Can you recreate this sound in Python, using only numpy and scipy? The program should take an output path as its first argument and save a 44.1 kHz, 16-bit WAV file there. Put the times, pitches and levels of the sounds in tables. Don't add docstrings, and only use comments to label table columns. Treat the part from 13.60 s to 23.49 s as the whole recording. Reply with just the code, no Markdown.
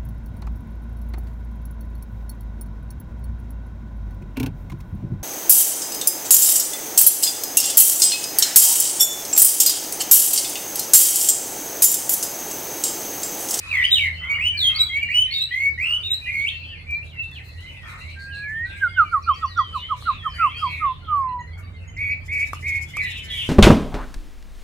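import sys
import numpy as np
from scipy import signal
from scipy.fft import rfft, irfft, next_fast_len
from scipy.io import wavfile
from scipy.ndimage import uniform_filter1d

SR = 44100
rng = np.random.default_rng(int(sys.argv[2]) if len(sys.argv) > 2 else 0)


def dump_mix(stems):
    frames = np.atleast_2d(stems).T
    limited = np.clip(frames, -1, 1)
    pcm = np.round(limited * 32767).astype(np.int16)
    wavfile.write(sys.argv[1], SR, pcm)


N = 436149

# (start [s], length [s], from [Hz], to [Hz], haste, peak [dB], place of the peak [0-1],
# swell [dB], burr [0-1])
SONG_NOTES = [(0.116, 0.1079, 2581, 1935, 2.36, -19.5, 0.32, 5, 0.82),
              (0.228, .03, 2093, 2998, 2.11, -15, 0.89, 11, 1),
              (0.316, 0.0256, 3794, 3783, -0.27, -9.5, 0.7, 6.5, 0.4),
              (0.344, 0.0441, 3483, 2768, 0.83, -18, 0.47, 2, 0.81),
              (0.394, 0.0823, 2403, 2031, 1.46, -22, 0.67, 2, 0.85),
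              (0.625, .055, 1990, 2150, .8, -29, .4, 4, .5),
              (0.695, 0.04, 2230, 2260, 1.1, -19.5, 0.45, 5, 0.5),
              (.745, .035, 2250, 2100, -.5, -28, .2, 4, .6),
              (0.791, 0.1087, 1933, 3039, 2.08, -17, 0.86, 11, 0.52),
              (0.98, 0.118, 4480, 3140, 2.3, -14.5, .86, 11, 0.49),
              (1.153, 0.025, 4150, 4600, 1.3, -24.5, 0.52, 4, 0.5),
              (1.193, 0.043, 3868, 3919, .8, -10.5, 0.5, 12, 0.16),
              (1.301, 0.0884, 2069, 2297, 0.37, -19, 0.84, 15, 0.17),
              (1.421, 0.0276, 2333, 2270, 0.86, -19, 0.49, 14, 0.51),
              (1.49, .048, 1930, 2700, 0.3, -23.5, 0.5, 5.5, 0.66),
              (1.548, 0.078, 2900, 3035, 1.2, -14.5, 0.4, 3, 0.12),
              (1.715, 0.026, 4240, 4473, 1.06, -28, 0.31, 2.5, 0.6),
              (1.742, 0.055, 3750, 3690, .8, -22, .85, 4, 0.38),
              (1.812, .03, 3870, 3950, 1.2, -19, .3, 5, .4),
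              (1.917, .175, 1918, 2229, 2.01, -20.5, 0.88, 6, 0.25),
              (2.184, 0.075, 1920, 2720, .7, -23, 0.8, 5, 0.45),
              (2.268, .1, 2760, 3000, -.8, -20, .8, 4, .45),
              (2.437, 0.05, 3600, 3760, 2.2, -26, .6, 5, 0.4),
              (2.507, .04, 3790, 3870, 1.5, -17.5, .25, 6, .4),
              (2.67, 0.045, 1920, 2160, 1.5, -28, .6, 3, 0.47),
              (2.73, .125, 2150, 2290, -1.6, -22, .55, 4, .35),
              (2.864, 0.028, 2450, 3420, -.6, -19, 0.61, 10.5, 0.86)]
# (start [s], length [s], top [Hz], end [Hz], peak [dB])
CHURR_NOTES = [(8.363, 0.172, 2270, 2285, -23), (8.679, 0.165, 2300, 2275, -22.5),
               (9.023, 0.162, 2235, 2195, -23), (9.332, 0.085, 2335, 2250, -24)]
# (frequency [Hz], left over right [dB], left lead [rad])
NEAR_STEREO = [(1915, -0.5, 0.42), (2280, -3.5, 0.897), (2935, -2.5, 1.09), (3738, -1, 1.926),
               (4436, -1.5, 1.7), (6480, -1, 2.488), (8125, -1.7, 1.156), (9000, -4, 2.04),
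               (10560, 0.5, 2.0), (14000, -1.5, 1.38)]
# (multiple, level [dB])
SONG_OVERTONES = [(2, -25.5), (3, -29), (3.5, -40), (4, -37), (6, -38), (6.5, -38)]
# (frequency [Hz], gain [dB])
BEAK_COLOUR = [(4000, -3), (6000, -2), (8000, 1), (11000, 3), (12200, -3), (13500, 3), (14500, 1),
               (16000, 5)]
# (frequency [Hz], density [dB per Hz])
BREATH_SPECTRUM = [(4400, -20), (6000, -12), (8000, -8), (10500, -5), (11900, -16), (13500, 0), (14600, -8),
                   (15800, -14)]
# (start [s], length [s], from [Hz], to [Hz], haste, peak [dB], place of the peak [0-1])
ANSWER_NOTES = [(4.571, 0.5133, 1590, 1951, -1.9, -25.5, .94),
                (5.224, 0.0503, 1623, 1385, 1.09, -14.5, 0.29), (5.382, 0.0503, 1527, 1214, 1.06, -9, 0.37),
                (5.532, 0.0477, 1400, 1095, 0.94, -14, 0.29), (5.683, 0.0398, 1372, 1058, 0.89, -12, 0.38),
                (5.832, 0.0259, 1319, 1048, 0.44, -17, 0.68), (5.98, 0.0368, 1404, 1044, 0.53, -13, 0.42),
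                (6.148, 0.0293, 1302, 995, 0.52, -21.5, 0.48), (6.308, 0.0323, 1295, 995.4, 0.57, -18, 0.5),
                (6.474, 0.0395, 1401, 1038, -0.16, -15, 0.59), (6.658, 0.024, 1316, 1040, -0.28, -19, .4),
                (6.803, 0.0737, 1392, 1025, -1.035, -13, 0.63), (7.027, .05, 1273, 980.3, 1.13, -18, 0.25),
                (7.22, 0.101, 1283, 1022, 1.67, -17, 0.31), (7.487, 0.325, 1275, 975, 1.9, -17.5, 0.14)]
# (start [s], length [s], from [Hz], to [Hz], haste, peak [dB], place of the peak [0-1])
FAR_NOTES = [(.02, 0.098, 2520, 2557, 0.13, -34, 0.86), (0.151, 0.117, 3436, 2777, 1.5, -33.5, 0.34),
             (0.541, 0.1284, 2954, 3096, 1.27, -34.5, 0.6), (.74, 0.083, 2837, 2927, 0.56, -32, 0.123),
             (.93, 0.062, 2346, 2370, 1.53, -30.5, .5), (1.02, 0.2025, 2024, 2244, -0.89, -37, 0.69),
             (1.23, 0.142, 3660, 3183, 2.23, -35, 0.253), (1.41, 0.11, 2840, 2790, .8, -32, 0.4),
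             (1.55, .13, 2600, 2720, .8, -37, .6), (1.705, .05, 2090, 2240, 1.8, -36, .6),
             (1.72, .15, 2760, 2650, .6, -39, .5), (2.44, 0.06, 2950, 2178, -1.5, -39, 0.3),
             (2.905, .08, 2600, 2700, 1.5, -38, .8), (2.62, 0.183, 2468, 2369, 1.09, -32.5, 0.44),
             (3.0, .1, 2670, 2670, .5, -39, .3), (3.125, .03, 1820, 1820, .5, -45, .4),
             (3.275, 0.1415, 2345, 2390, -1.2, -28.5, 0.4), (3.42, 0.0299, 2450, 2905, 1, -39, .4),
             (3.5, .07, 3650, 2710, 2.6, -46, .8), (3.575, .085, 2690, 2650, .6, -30, .3),
             (3.7, .04, 2650, 2640, .6, -44, .3), (3.72, .03, 3510, 3500, .6, -40, .4),
             (3.96, 0.142, 1895, 2132, 0.2, -45, 0.81), (4.11, 0.172, 2147, 1752, -0.93, -43, 0.68),
             (4.07, .1, 2980, 2930, .6, -46, .15), (4.33, 0.14, 1790, 2200, -1.3, -45, .8),
             (4.46, .05, 2120, 2350, 1.2, -36, .75), (4.705, .1, 3130, 2520, 1.9, -41, .35),
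             (4.82, .1, 2460, 1850, -.9, -36, .28), (5.06, .14, 1511, 1624, 1.84, -38.5, 0.574),
             (5.77, 0.0504, 1900, 1906, 0.12, -45.5, 0.44), (5.88, .05, 1906, 1898, -1.1, -44.5, 0.47),
             (5.99, 0.043, 1940, 1979, -1.5, -41.5, .4), (5.17, 0.24, 2100, 2130, 2.73, -39.5, 0.48),
             (5.34, .085, 3280, 2520, 1.3, -39, .4), (5.44, .07, 2450, 2200, .5, -40, .4),
             (5.53, .07, 2050, 1850, 1.5, -49, .4), (5.671, 0.089, 2792, 3250, 1.3, -41.5, 0.182),
             (5.885, 0.3, 4400, 2998, 2.5, -41, 0.71), (6.19, 0.1164, 2835, 3244, 0.05, -35.5, 0.51),
             (6.56, .21, 3550, 2980, 1.5, -40.5, .5), (6.954, 0.149, 3171, 3230, 0.8, -34.5, 0.094),
             (7.68, 0.057, 2016, 1895, 0.53, -47, 0.237), (7.786, 0.058, 1986, 1890, 0.9, -42.5, .2),
             (7.875, 0.035, 2036, 2000, 0.6, -44, .4), (7.93, .03, 2230, 2130, .8, -45, .6),
             (7.98, .04, 2250, 2150, .8, -47, .3), (8.03, .045, 1180, 1140, .6, -49, .6),
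             (8.04, .035, 4600, 4560, .6, -55, .4), (8.06, .04, 2250, 2300, .6, -52, .5),
             (8.285, .025, 3060, 3040, .6, -50, .5), (7.43, .04, 1420, 1350, .6, -46, .7),
             (6.98, .03, 1400, 1380, .6, -40, .5), (6.7, .02, 5400, 4900, .8, -48, .4),
             (6.72, .11, 4750, 4620, 2.2, -52, .3), (6.95, .07, 4400, 4580, 1.5, -47, .3),
             (.075, .02, 9000, 6000, 1.2, -48, .5), (8.367, .02, 7500, 3700, 1.5, -53, .5),
             (8.508, .025, 7000, 3300, 1.5, -53, .5), (1.99, .012, 6200, 4700, .8, -54, .6),
             (2.09, .012, 6200, 4700, .8, -54, .6), (2.19, .012, 6200, 4700, .8, -54, .6),
             (2.29, .012, 6200, 4700, .8, -54, .6), (2.393, .012, 6200, 4700, .8, -56, .6),
             (8.14, 0.049, 2120, 2064, 0.44, -47.5, 0.38), (8.27, 0.058, 2098, 2030, 0.24, -50, 0.36)]
# (start [s], length [s], from [Hz], to [Hz], haste, peak [dB], place of the peak [0-1])
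HARSH_NOTES = [(3.05, .11, 3170, 2350, -2.2, -39, .75), (3.755, .05, 3300, 1850, .6, -39, .3),
               (6.8, .07, 2350, 2680, 2.9, -30, 0.35), (6.78, .07, 2020, 2080, .6, -38, .4),
               (6.875, .05, 2900, 3250, .8, -38, .6), (6.91, .09, 2100, 2750, .9, -38, .5),
               (7.075, .16, 2290, 2130, .6, -33, .4), (7.085, .13, 2620, 2380, 1.2, -36, .15),
               (9.4, .075, 2140, 1880, .5, -28, .2)]
# (start [s], length [s], centre from [Hz], centre to [Hz], level [dB])
WANDERING_CARRIERS = [(0.028, 0.1866, 1245, 1209, -47.5), (.6, 0.2176, 1297, 1257, -45.5),
                      (1.097, 0.165, 1294, 1287, -45), (2.226, 0.192, 1317, 1256, -50.5),
                      (2.95, .12, 4250, 4250, -53), (3.34, .05, 4200, 4150, -54),
                      (3.45, .06, 3950, 3800, -54), (3.62, .07, 3750, 3700, -53),
                      (3.73, .05, 4300, 3900, -53), (3.835, .12, 4150, 4250, -54),
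                      (3.97, .12, 4050, 3950, -54), (4.06, .13, 2500, 2450, -50),
                      (4.23, 0.174, 1350, 1280, -44.5), (4.25, .09, 2350, 2300, -47),
                      (4.28, .06, 3950, 3900, -52), (4.375, .09, 4050, 4000, -53),
                      (4.27, .08, 8200, 8200, -66), (4.4, .07, 8200, 8200, -69),
                      (4.5, .06, 8200, 8200, -69), (4.6, .09, 8200, 8200, -68),
                      (4.74, .09, 8300, 8300, -68), (5.05, .28, 8100, 8100, -68),
                      (7.97, .05, 1500, 1400, -52), (7.44, .06, 3250, 3100, -49),
                      (4.473, 0.065, 4000, 4100, -49.5), (4.588, 0.084, 4400, 4420, -49),
                      (4.722, 0.0903, 4090, 4198, -44.5), (5.05, 0.0934, 4110, 3392, -47.5),
                      (5.1, 0.0965, 2636, 2237, -43), (6.147, 0.107, 4240, 3070, -44),
                      (6.497, 0.0894, 2510, 2647, -42.5), (6.735, 0.129, 1673, 2466, -42.5),
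                      (6.41, .16, 4200, 3650, -44), (7.02, 0.1785, 4810, 3590, -48),
                      (6.97, .05, 4700, 5050, -50), (7.244, 0.1384, 3460, 3556, -50),
                      (9.439, 0.15, 2678, 3312, -43), (9.68, 0.246, 3194, 3055, -39)]
# (start [s], peak [dB], pitch just past the middle [Hz])
CHIP_CALLS = [(1.7909, -30, 4030), (1.8932, -54, 4580), (1.9983, -52, 4550), (2.0992, -53, 4606),
              (2.2, -54.5, 4504), (2.2969, -45.5, 4575), (2.4013, -50, 4590), (7.6815, -51.5, 4080),
              (7.785, -53, 4040), (7.798, -51, 6630), (7.869, -52, 4086), (7.925, -53, 4450),
              (8.2718, -46, 6600), (8.16, -55, 4300)]
# (start [s], length [s], resonance from [Hz], resonance to [Hz], width [Hz], level [dB])
RASP_CALLS = [(9.4, .24, 4150, 3250, 280, -43), (9.43, .21, 2300, 3050, 330, -36),
              (9.68, .24, 3400, 2950, 310, -30.5), (9.63, .26, 1800, 2350, 240, -44)]
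# (time [s], peak [dB])
TWITTER_CALLS = [(5.622, -49), (5.738, -46), (5.852, -47), (5.969, -46)]
# (time after the call [s], pitch [Hz], level [dB])
VOICES = [
    [(-.004, 5200, -16), (.008, 5680, -1), (.017, 5950, -10)],
    [(.006, 4300, -10), (.02, 4580, -1), (.032, 4620, 0), (.04, 4350, -8), (.052, 3650, -13)],
]
# (frequency [Hz], width [Hz], level [dB])
RATTLE_RESONANCES = [(3100, 300, -6), (5300, 350, 0), (6250, 350, -2), (7100, 400, 0), (8600, 900, -8),
                     (10500, 1200, -8)]
# (time [s], body level [dB], tick level [dB])
KNOCK_BLOWS = [(3.309, -54, -40), (3.714, -77, -46.5), (4.007, -60, -46), (5.418, -34, -74.5),
               (6.424, -36, -45), (8.933, -19.5, -30), (9.369, -27.5, -27.5)]
# (frequency [Hz], level [dB], decay by 60 dB [s])
BAMBOO_MODES = [(1192.5, 3.5, 0.024), (800, -44.5, .02), (1750, -26.5, 0.0061)]
# (time [s], chorus [dB], chatter hiss [dB])
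BED_LEVELS = [(0.0, -32, -52), (0.47, -37.5, -61), (0.82, -51.5, -69), (1.1, -37, -57), (1.54, -46, -69.5),
              (1.82, -38.5, -71), (2.23, -51, -67.5), (2.75, -39.5, -59.5), (3.14, -49, -71),
              (3.92, -50, -66), (4.3, -43, -64), (4.74, -50, -67), (7.05, -43, -65), (7.35, -51, -74),
              (7.7, -56, -74), (8.62, -53, -70), (8.78, -50, -59), (9.65, -42, -60), (9.89, -31, -51)]
# (frequency [Hz], density [dB per Hz])
CHORUS_SPECTRUM = [(880, -17.5), (1500, -17.5), (1700, -9), (2190, -2), (2860, -4.5), (3120, -10),
                   (5200, -14.5), (6760, -54), (11400, -120)]
# (frequency [Hz], density [dB per Hz])
CHATTER_SPECTRUM = [(2650, -34.5), (4500, -9), (5610, -7), (6890, -5), (9060, -7), (10500, -3),
                    (11800, -16), (12500, -11), (13900, -6), (15800, -24)]
# (start [s], decay [s], level [dB])
HISS_PUFFS = [(3.3, .05, -59), (3.44, .05, -63), (3.62, .05, -61), (3.73, .04, -60), (3.84, .08, -60),
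              (4.0, .05, -62), (4.27, .07, -56), (4.38, .05, -60), (4.49, .04, -61), (4.59, .07, -60),
              (4.74, .06, -60), (4.88, .05, -60), (5.16, .06, -56), (5.37, .05, -64), (5.51, .05, -59),
              (6.15, .04, -54), (6.36, .08, -55), (6.74, .12, -57), (6.96, .1, -60), (7.1, .1, -58),
              (7.57, .04, -61), (7.975, .04, -54), (8.37, .1, -60), (8.72, .12, -54), (9.4, .15, -56),
              (9.7, .2, -47)]
# (time [s], level [dB])
HUM_FADER = [(0.0, -39.5), (0.36, -37.5), (1.43, -39.5), (1.95, -46), (2.069, -40), (9.81, -36.5),
             (9.89, -35.5)]
# (frequency [Hz], spread of the wander [Hz], level [dB])
HUM_TONES = [(47.7, 4.5, -11), (84.937, 4.51, 0.5), (114.65, 9.5, -7.5), (153.65, 4, -12.5),
             (260.4, 4, -30.5)]
# (frequency [Hz], density [dB per Hz])
RUMBLE_SPECTRUM = [(15, -36.5), (25, -16), (86, -2.5), (97, -8.5), (114, -21.5), (134, -24.5), (162, -17.5),
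                   (291, -26.5), (679, -30), (768, -33), (1130, -35), (1260, -34.5), (1700, -33),
                   (2210, -57.5), (3740, -120)]
# (frequency [Hz], left-right likeness, held to -1..1)
STEREO_LIKENESS = [(60, 0.84), (130, 0.7), (290, 0.6), (640, 0.16), (1410, -0.091), (3100, -1.046),
                   (6820, 0.37), (15000, -0.84)]

SONG_SHAPE = .012, .02, .8, 15
ANSWER_SHAPE = .024, .027, 1.3, 28
FAR_SHAPE = .012, .015, 1.1, 12
PEAK_BURR = 0.52
CHURR_FROM_HZ, CHURR_DIP_HZ, CHURR_BURR = 2000, 60, 0.45
CHURR_RISE_S, CHURR_RELEASE_S, CHURR_SWELL_DB, CHURR_EDGE_DB = 0.048, 0.03, 2, 15.5
ANSWER_BURR, ANSWER_SWELL_DB, ANSWER_SWELL_DB_PER_S = 0.1, 5.5, 19.5
FAR_SWELL_DB, FAR_BURR, FAR_FLICKER_DB = 9.5, 0.24, 3.5
HARSH_SWELL_DB, HARSH_BURR = 5.6, .65
OVERTONE_GROWTH, FULL_VOICE_DB = .65, -18
OVERTONE_FUZZ = .45
CARRIER_WIDTH_HZ = 201.6
RASP_RATE_HZ, RASP_SAG_HZ, RASP_JITTER, RASP_FLICKER_DB = 226, 11, .008, 4.5
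RATTLE_PER_S, RATTLE_PEAK_S, RATTLE_SPAN_S = 14.2, 9.02, (8.635, 9.69)
RATTLE_DB, RATTLE_HALF_DEPTH_DB = -48, 9
PUFF_ATTACK_S = .012
ROOM_T60_S, WALL_CUT_HZ = 0.2799, 21000
CUTOFF_HZ = 16100


def song():
    notes = [note(SONG_SHAPE, *row) for row in SONG_NOTES]
    return whistle(notes, burr_hz=74.0, waver=0.18, stereo=np.transpose(NEAR_STEREO), harmonics=SONG_OVERTONES)


def churr():
    return whistle([churr_note(*row) for row in CHURR_NOTES], burr_hz=238, waver=0.075, bend=.035, grit=.8,
                   stereo=[[1], [-2.2], [.9]], harmonics=[(2, -30), (3, -39), (6, -45)])


def breath(bird):
    effort = uniform_filter1d(np.abs(bird).mean(axis=0), size=400)
    return amp(-33.5) * effort * banded_noise(BREATH_SPECTRUM, patchy_db=3.0)


def note(shape, s, length, from_hz, to_hz, haste, peak_db, place, swell_db, burr):
    attack, release, fall, edge_db = shape
    place = np.clip(place, .05, .95)
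    u = np.union1d(np.linspace(0, 1, num=12), place)
    if haste > 0:
        done = np.tanh(haste * u) / np.tanh(haste)
    else:
        done = 1 - np.tanh(haste * (1 - u)) / np.tanh(haste)
    level_db = peak_db - swell_db * np.interp(u, [0, place, 1], [1, 0, fall])
    rough = burr * np.interp(u, [0, place, 1], [1, PEAK_BURR, 1])
    body = np.transpose([s + length * u, from_hz + (to_hz - from_hz) * done, level_db, rough])
    return [body[0] - [attack, 0, edge_db, 0], *body, body[-1] + [release, 0, -edge_db, 0]]


def churr_note(s, length, top_hz, end_hz, peak_db):
    middle_s, middle_hz = (CHURR_RISE_S + length) / 2, (top_hz + end_hz) / 2 - CHURR_DIP_HZ
    rows = [(0, CHURR_FROM_HZ, -CHURR_EDGE_DB),
            (CHURR_RISE_S, top_hz, -CHURR_SWELL_DB),
            (middle_s, middle_hz, -CHURR_SWELL_DB),
            (length, end_hz, 0),
            (length + CHURR_RELEASE_S, end_hz, -2 * CHURR_EDGE_DB)]
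    return [(s + after, hz, peak_db + db, CHURR_BURR) for after, hz, db in rows]


def whistle(notes, burr_hz, waver, stereo, harmonics=(), bend=.012, grit=1):
    out, t = np.zeros((2, N)), np.arange(N) / SR
    flutter = np.cos(2 * np.pi * np.cumsum(burr_hz * (1 + waver * drift(30.6))) / SR)
    rasp, fuzz = drift(130), drift(260)
    for rows in notes:
        s, *columns = np.transpose(rows)
        at = slice(int(s[0] * SR), int(s[-1] * SR))
        hz, level_db, burr = (np.interp(t[at], s, c) for c in columns)
        burr = np.clip(burr, 0, 1)
        beat = 1 + burr * (flutter[at] + 0.366 * grit * rasp[at])
        pitch_burr = burr * (bend * flutter[at] + 0.04 * grit * rasp[at])
        phase = 2 * np.pi * np.cumsum(hz * (1 + pitch_burr)) / SR
        fade = np.clip(np.minimum(t[at] - s[0], s[-1] - t[at]) / 0.0054, 0, 1)
        for side, sign in enumerate((1, -1)):
            for k, db in [(1, 0), *harmonics]:
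                lean_db, lead = (sign * np.interp(k * hz, stereo[0], c) / 2 for c in stereo[1:])
                wave = np.sin(k * phase + lead) * (k * hz < CUTOFF_HZ)
                if k > 1:
                    restraint_db = OVERTONE_GROWTH * np.minimum(level_db - FULL_VOICE_DB, 0)
                    roughness = 1 + OVERTONE_FUZZ * np.roll(fuzz, int(k * 999))[at]
                    wave = wave * roughness * amp(at_hz(BEAK_COLOUR, k * hz) + restraint_db)
                out[side, at] += np.sqrt(2) * amp(level_db + db + lean_db) * fade * beat * wave
    return out


def answer():
    notes = []
    for row in ANSWER_NOTES:
        swell_db = ANSWER_SWELL_DB + ANSWER_SWELL_DB_PER_S * row[1]
        notes.append(note(ANSWER_SHAPE, *row, swell_db, ANSWER_BURR))
    return whistle(notes, burr_hz=60.4, waver=0.45, stereo=[[1000, 1900], [-4.5, -3], [.1, .1]],
                   harmonics=[(2, -45)])


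def far_whistles():
    notes = [note(FAR_SHAPE, *row, FAR_SWELL_DB, FAR_BURR) for row in FAR_NOTES]
    calls = whistle(notes, burr_hz=121.2, waver=0.13, stereo=[[1], [-1.2], [1.2]])
    return calls * amp(FAR_FLICKER_DB * drift(17.8))


def harsh_calls():
    notes = [note(FAR_SHAPE, *row, HARSH_SWELL_DB, HARSH_BURR) for row in HARSH_NOTES]
    return whistle(notes, burr_hz=192.1, waver=.25, stereo=[[1], [-1.1], [1.1]], harmonics=[(2, -38)])


def wandering_carriers():
    out, white = np.zeros((2, N)), rng.standard_normal((3, N))
    r = np.exp(-2 * np.pi * CARRIER_WIDTH_HZ / SR)
    for s, length, from_hz, to_hz, level_db in WANDERING_CARRIERS:
        at = slice(int(s * SR), min(int((s + length) * SR), N))
        shared, left, right = rms_one(signal.lfilter([1], [1, -2 * r, r * r], white[:, at]))
        phase = 2 * np.pi * np.cumsum(np.linspace(from_hz, to_hz, len(shared))) / SR
        swell = np.abs(np.sin(np.linspace(0, np.pi, len(shared)))) ** 0.3
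        carrier = shared * np.cos(phase) + np.array([left, right]) * np.sin(phase)
        out[:, at] += amp(level_db) * swell * carrier
    return out


def rasps():
    out, jitter, flicker = np.zeros((2, N)), drift(40.0), drift(45.0)
    for s, length, from_hz, to_hz, width_hz, level_db in RASP_CALLS:
        at = slice(int(s * SR), min(int((s + length) * SR), N))
        u = np.linspace(0, 1, at.stop - at.start)
        rate = (RASP_RATE_HZ - RASP_SAG_HZ * u) * (1 + RASP_JITTER * jitter[at])
        phase = 2 * np.pi * np.cumsum(rate) / SR
        centre = from_hz + (to_hz - from_hz) * u
        stack = 0
        for k in range(5, 23):
            throat = np.exp(-((k * rate - centre) / width_hz) ** 2 / 2)
            shimmer = amp(RASP_FLICKER_DB * np.roll(flicker, k * 4999)[at])
            angle = k * phase + k * k
            stack = stack + throat * shimmer * np.sin([angle, angle - 1.1])
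        fade = np.clip(np.minimum(u, 1 - u) / .15, 0, 1)
        out[:, at] += amp(level_db) * fade * rms_one(stack)
    return out


def chips():
    out, t = np.zeros((2, N)), np.arange(int(0.0227 * SR)) / SR
    for s, peak_db, hz in CHIP_CALLS:
        phase = 2 * np.pi * np.cumsum(hz * (1.05 - 3.9 * t)) / SR
        start = int(s * SR)
        out[:, start:start + len(t)] += amp(peak_db) * np.hanning(len(t)) * np.sin([phase, phase + 0.28])
    return out


def twitters():
    notes = []
    for s, peak_db in TWITTER_CALLS:
        for voice in VOICES:
            notes.append([(s + after, hz, peak_db + db, .5) for after, hz, db in voice])
    return whistle(notes, burr_hz=110.0, waver=.2, stereo=[[1], [0], [.3]])


def rattle():
    t, white, ring = np.arange(N) / SR, rng.standard_normal((2, N)), 0
    for hz, width_hz, level_db in RATTLE_RESONANCES:
        r = np.exp(-np.pi * width_hz / SR)
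        poles = [1, -2 * r * np.cos(2 * np.pi * hz / SR), r * r]
        ring = ring + amp(level_db) * rms_one(signal.lfilter([1, 0, -1], poles, white))
    cycle = np.cos(2 * np.pi * RATTLE_PER_S * (t - RATTLE_PEAK_S)) - 1
    pulses = amp(RATTLE_HALF_DEPTH_DB * cycle + 3.5 * drift(5.0))
    sounding = (t > RATTLE_SPAN_S[0]) & (t < RATTLE_SPAN_S[1])
    return amp(RATTLE_DB) * pulses * sounding * rms_one(ring)


def knocks():
    s, body_db, tick_db = np.transpose(KNOCK_BLOWS)
    blows, ticks, body = np.zeros(N), np.zeros(N), 0
    start = (s * SR).astype(int)
    blows[start], ticks[start] = amp(body_db), amp(tick_db)
    for hz, level_db, t60 in BAMBOO_MODES:
        r, w = 10 ** (-3 / (t60 * SR)), 2 * np.pi * hz / SR
        strike = [0, amp(level_db) * np.sin(w)]
        body = body + signal.lfilter(strike, [1, -2 * r * np.cos(w), r * r], blows + 1e-18)
    dying = signal.lfilter([1], [1, -np.exp(-1 / (0.0023 * SR))], ticks + 1e-18)
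    band = signal.butter(2, [3000, 13000], "band", fs=SR, output="sos")
    bright = signal.sosfilt(band, rng.standard_normal((2, N)))
    return body + dying * bright


def room(x):
    size = next_fast_len(N + SR)
    hz = np.arange(size // 2 + 1) * SR / size
    dull = 1 / np.sqrt(1 + (hz / WALL_CUT_HZ) ** 2)
    response = np.zeros((2, len(hz)), complex)
    for k, lag in enumerate(rng.uniform(.008, .04, 20)):
        loop = 10 ** (-3 * lag / ROOM_T60_S) * dull * np.exp(-2j * np.pi * hz * lag)
        response[k % 2] += loop / (1 - loop) * (-1) ** (k // 2)
    return irfft(rfft(x.mean(axis=0), size) * response, size)[:, :N]


def chorus():
    notes = []
    for start, length, pitch, glide, loud in rng.random((380, 5)):
        s, hz = start * (N / SR - .2), 1750 * 2.6 ** pitch
        end, bend = s + .03 + .08 * length, 1 + .3 * (glide - .6)
        level_db = at_hz(CHORUS_SPECTRUM, hz) - 10 * loud
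        notes.append([(s, hz, level_db - 19.5, .7),
                      ((s + end) / 2, hz * np.sqrt(bend), level_db, .7),
                      (end, hz * bend, level_db - 17, .7)])
    glides = room(whistle(notes, burr_hz=96.59, waver=.3, stereo=[[1], [0], [0]]))
    hiss = banded_noise(CHORUS_SPECTRUM, patchy_db=2.5)
    return rms_one(rms_one(glides) + amp(-7) * hiss)


def bright_hiss(chatter_gain):
    t = np.arange(N) / SR
    throb = amp(1.5 * drift(4.0))
    puffs = np.zeros(N)
    for s, decay, level_db in HISS_PUFFS:
        at = slice(int(s * SR), int(s * SR) + SR // 2)
        age = np.maximum(t[at] - s, 0)
        puffs[at] += amp(level_db) * (1 - np.exp(-age / PUFF_ATTACK_S)) * np.exp(-(age / decay) ** 2)
    return (chatter_gain * throb + puffs) * banded_noise(CHATTER_SPECTRUM, patchy_db=2.5)


def hum():
    drone = 0
    for hz, wander_hz, level_db in HUM_TONES:
        phase = 2 * np.pi * np.cumsum(hz + wander_hz * drift(3.0)) / SR
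        drone = drone + amp(level_db + 2.5 * drift(4.0)) * np.sin(phase)
    rumble = amp(-3.0) * banded_noise(RUMBLE_SPECTRUM, patchy_db=3.0)
    return rms_one(rms_one(drone) + rumble) * amp([[-.9], [.9]])


def banded_noise(spectrum, patchy_db):
    octaves = np.log2(spectrum[-1][0] / spectrum[0][0])
    edges = spectrum[0][0] * 2 ** np.arange(0, octaves + 1 / 4, 1 / 4)
    out, white = 0, rng.standard_normal((2, 2, N))
    flicker = amp(patchy_db * drift(13.9))
    for k, (low, high) in enumerate(zip(edges, edges[1:])):
        band = signal.butter(2, [low, high], "band", fs=SR, output="sos")
        mid, side = signal.sosfilt(band, white[k % 2])
        hz = np.sqrt(low * high)
        alike = np.clip(at_hz(STEREO_LIKENESS, hz), -1, 1)
        gain = amp(at_hz(spectrum, hz)) * np.roll(flicker, k * SR // 3)
        out = out + gain * (np.sqrt(1 + alike) * mid + np.sqrt(1 - alike) * side * [[1], [-1]])
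    return rms_one(out)


def drift(hz):
    r = np.exp(-2 * np.pi * hz / SR)
    return rms_one(signal.lfilter([1], [1, -2 * r, r * r], rng.standard_normal(N + SR))[SR:])


def at_hz(points, hz):
    points = np.array(points)
    return np.interp(np.log(hz), np.log(points[:, 0]), points[:, 1])


def rms_one(x):
    return x / np.sqrt(np.mean(x ** 2) + 1e-20)


def amp(db):
    return np.exp(np.asarray(db) * np.log(10) / 20)


def scene():
    t = np.arange(N) / SR
    s, *levels = np.transpose(BED_LEVELS)
    chorus_gain, chatter_gain = (amp(np.interp(t, s, c)) for c in levels)
    hum_gain = amp(np.interp(t, *np.transpose(HUM_FADER)))
    near_song, near_churr, reply, knock = song(), churr(), answer(), knocks()
    far = far_whistles() + harsh_calls() + wandering_carriers() + rasps() + chips() + twitters()
    near_send = amp(-9.5) * near_song + amp(-11.0) * near_churr
    wet = room(near_send + amp(-25.5) * reply + amp(-9) * far + amp(-20) * knock)
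    treble = breath(near_song + near_churr) + rattle() + bright_hiss(chatter_gain)
    beds = chorus_gain * chorus() + treble + hum_gain * hum()
    return near_song + near_churr + reply + far + knock + wet + beds


def record(dry):
    thin = signal.sosfilt(signal.butter(5, 38, "high", fs=SR, output="sos"), dry)
    return signal.sosfilt(signal.cheby2(20, 70, CUTOFF_HZ, fs=SR, output="sos"), thin)


dry = scene()
out = record(dry)
dump_mix(out)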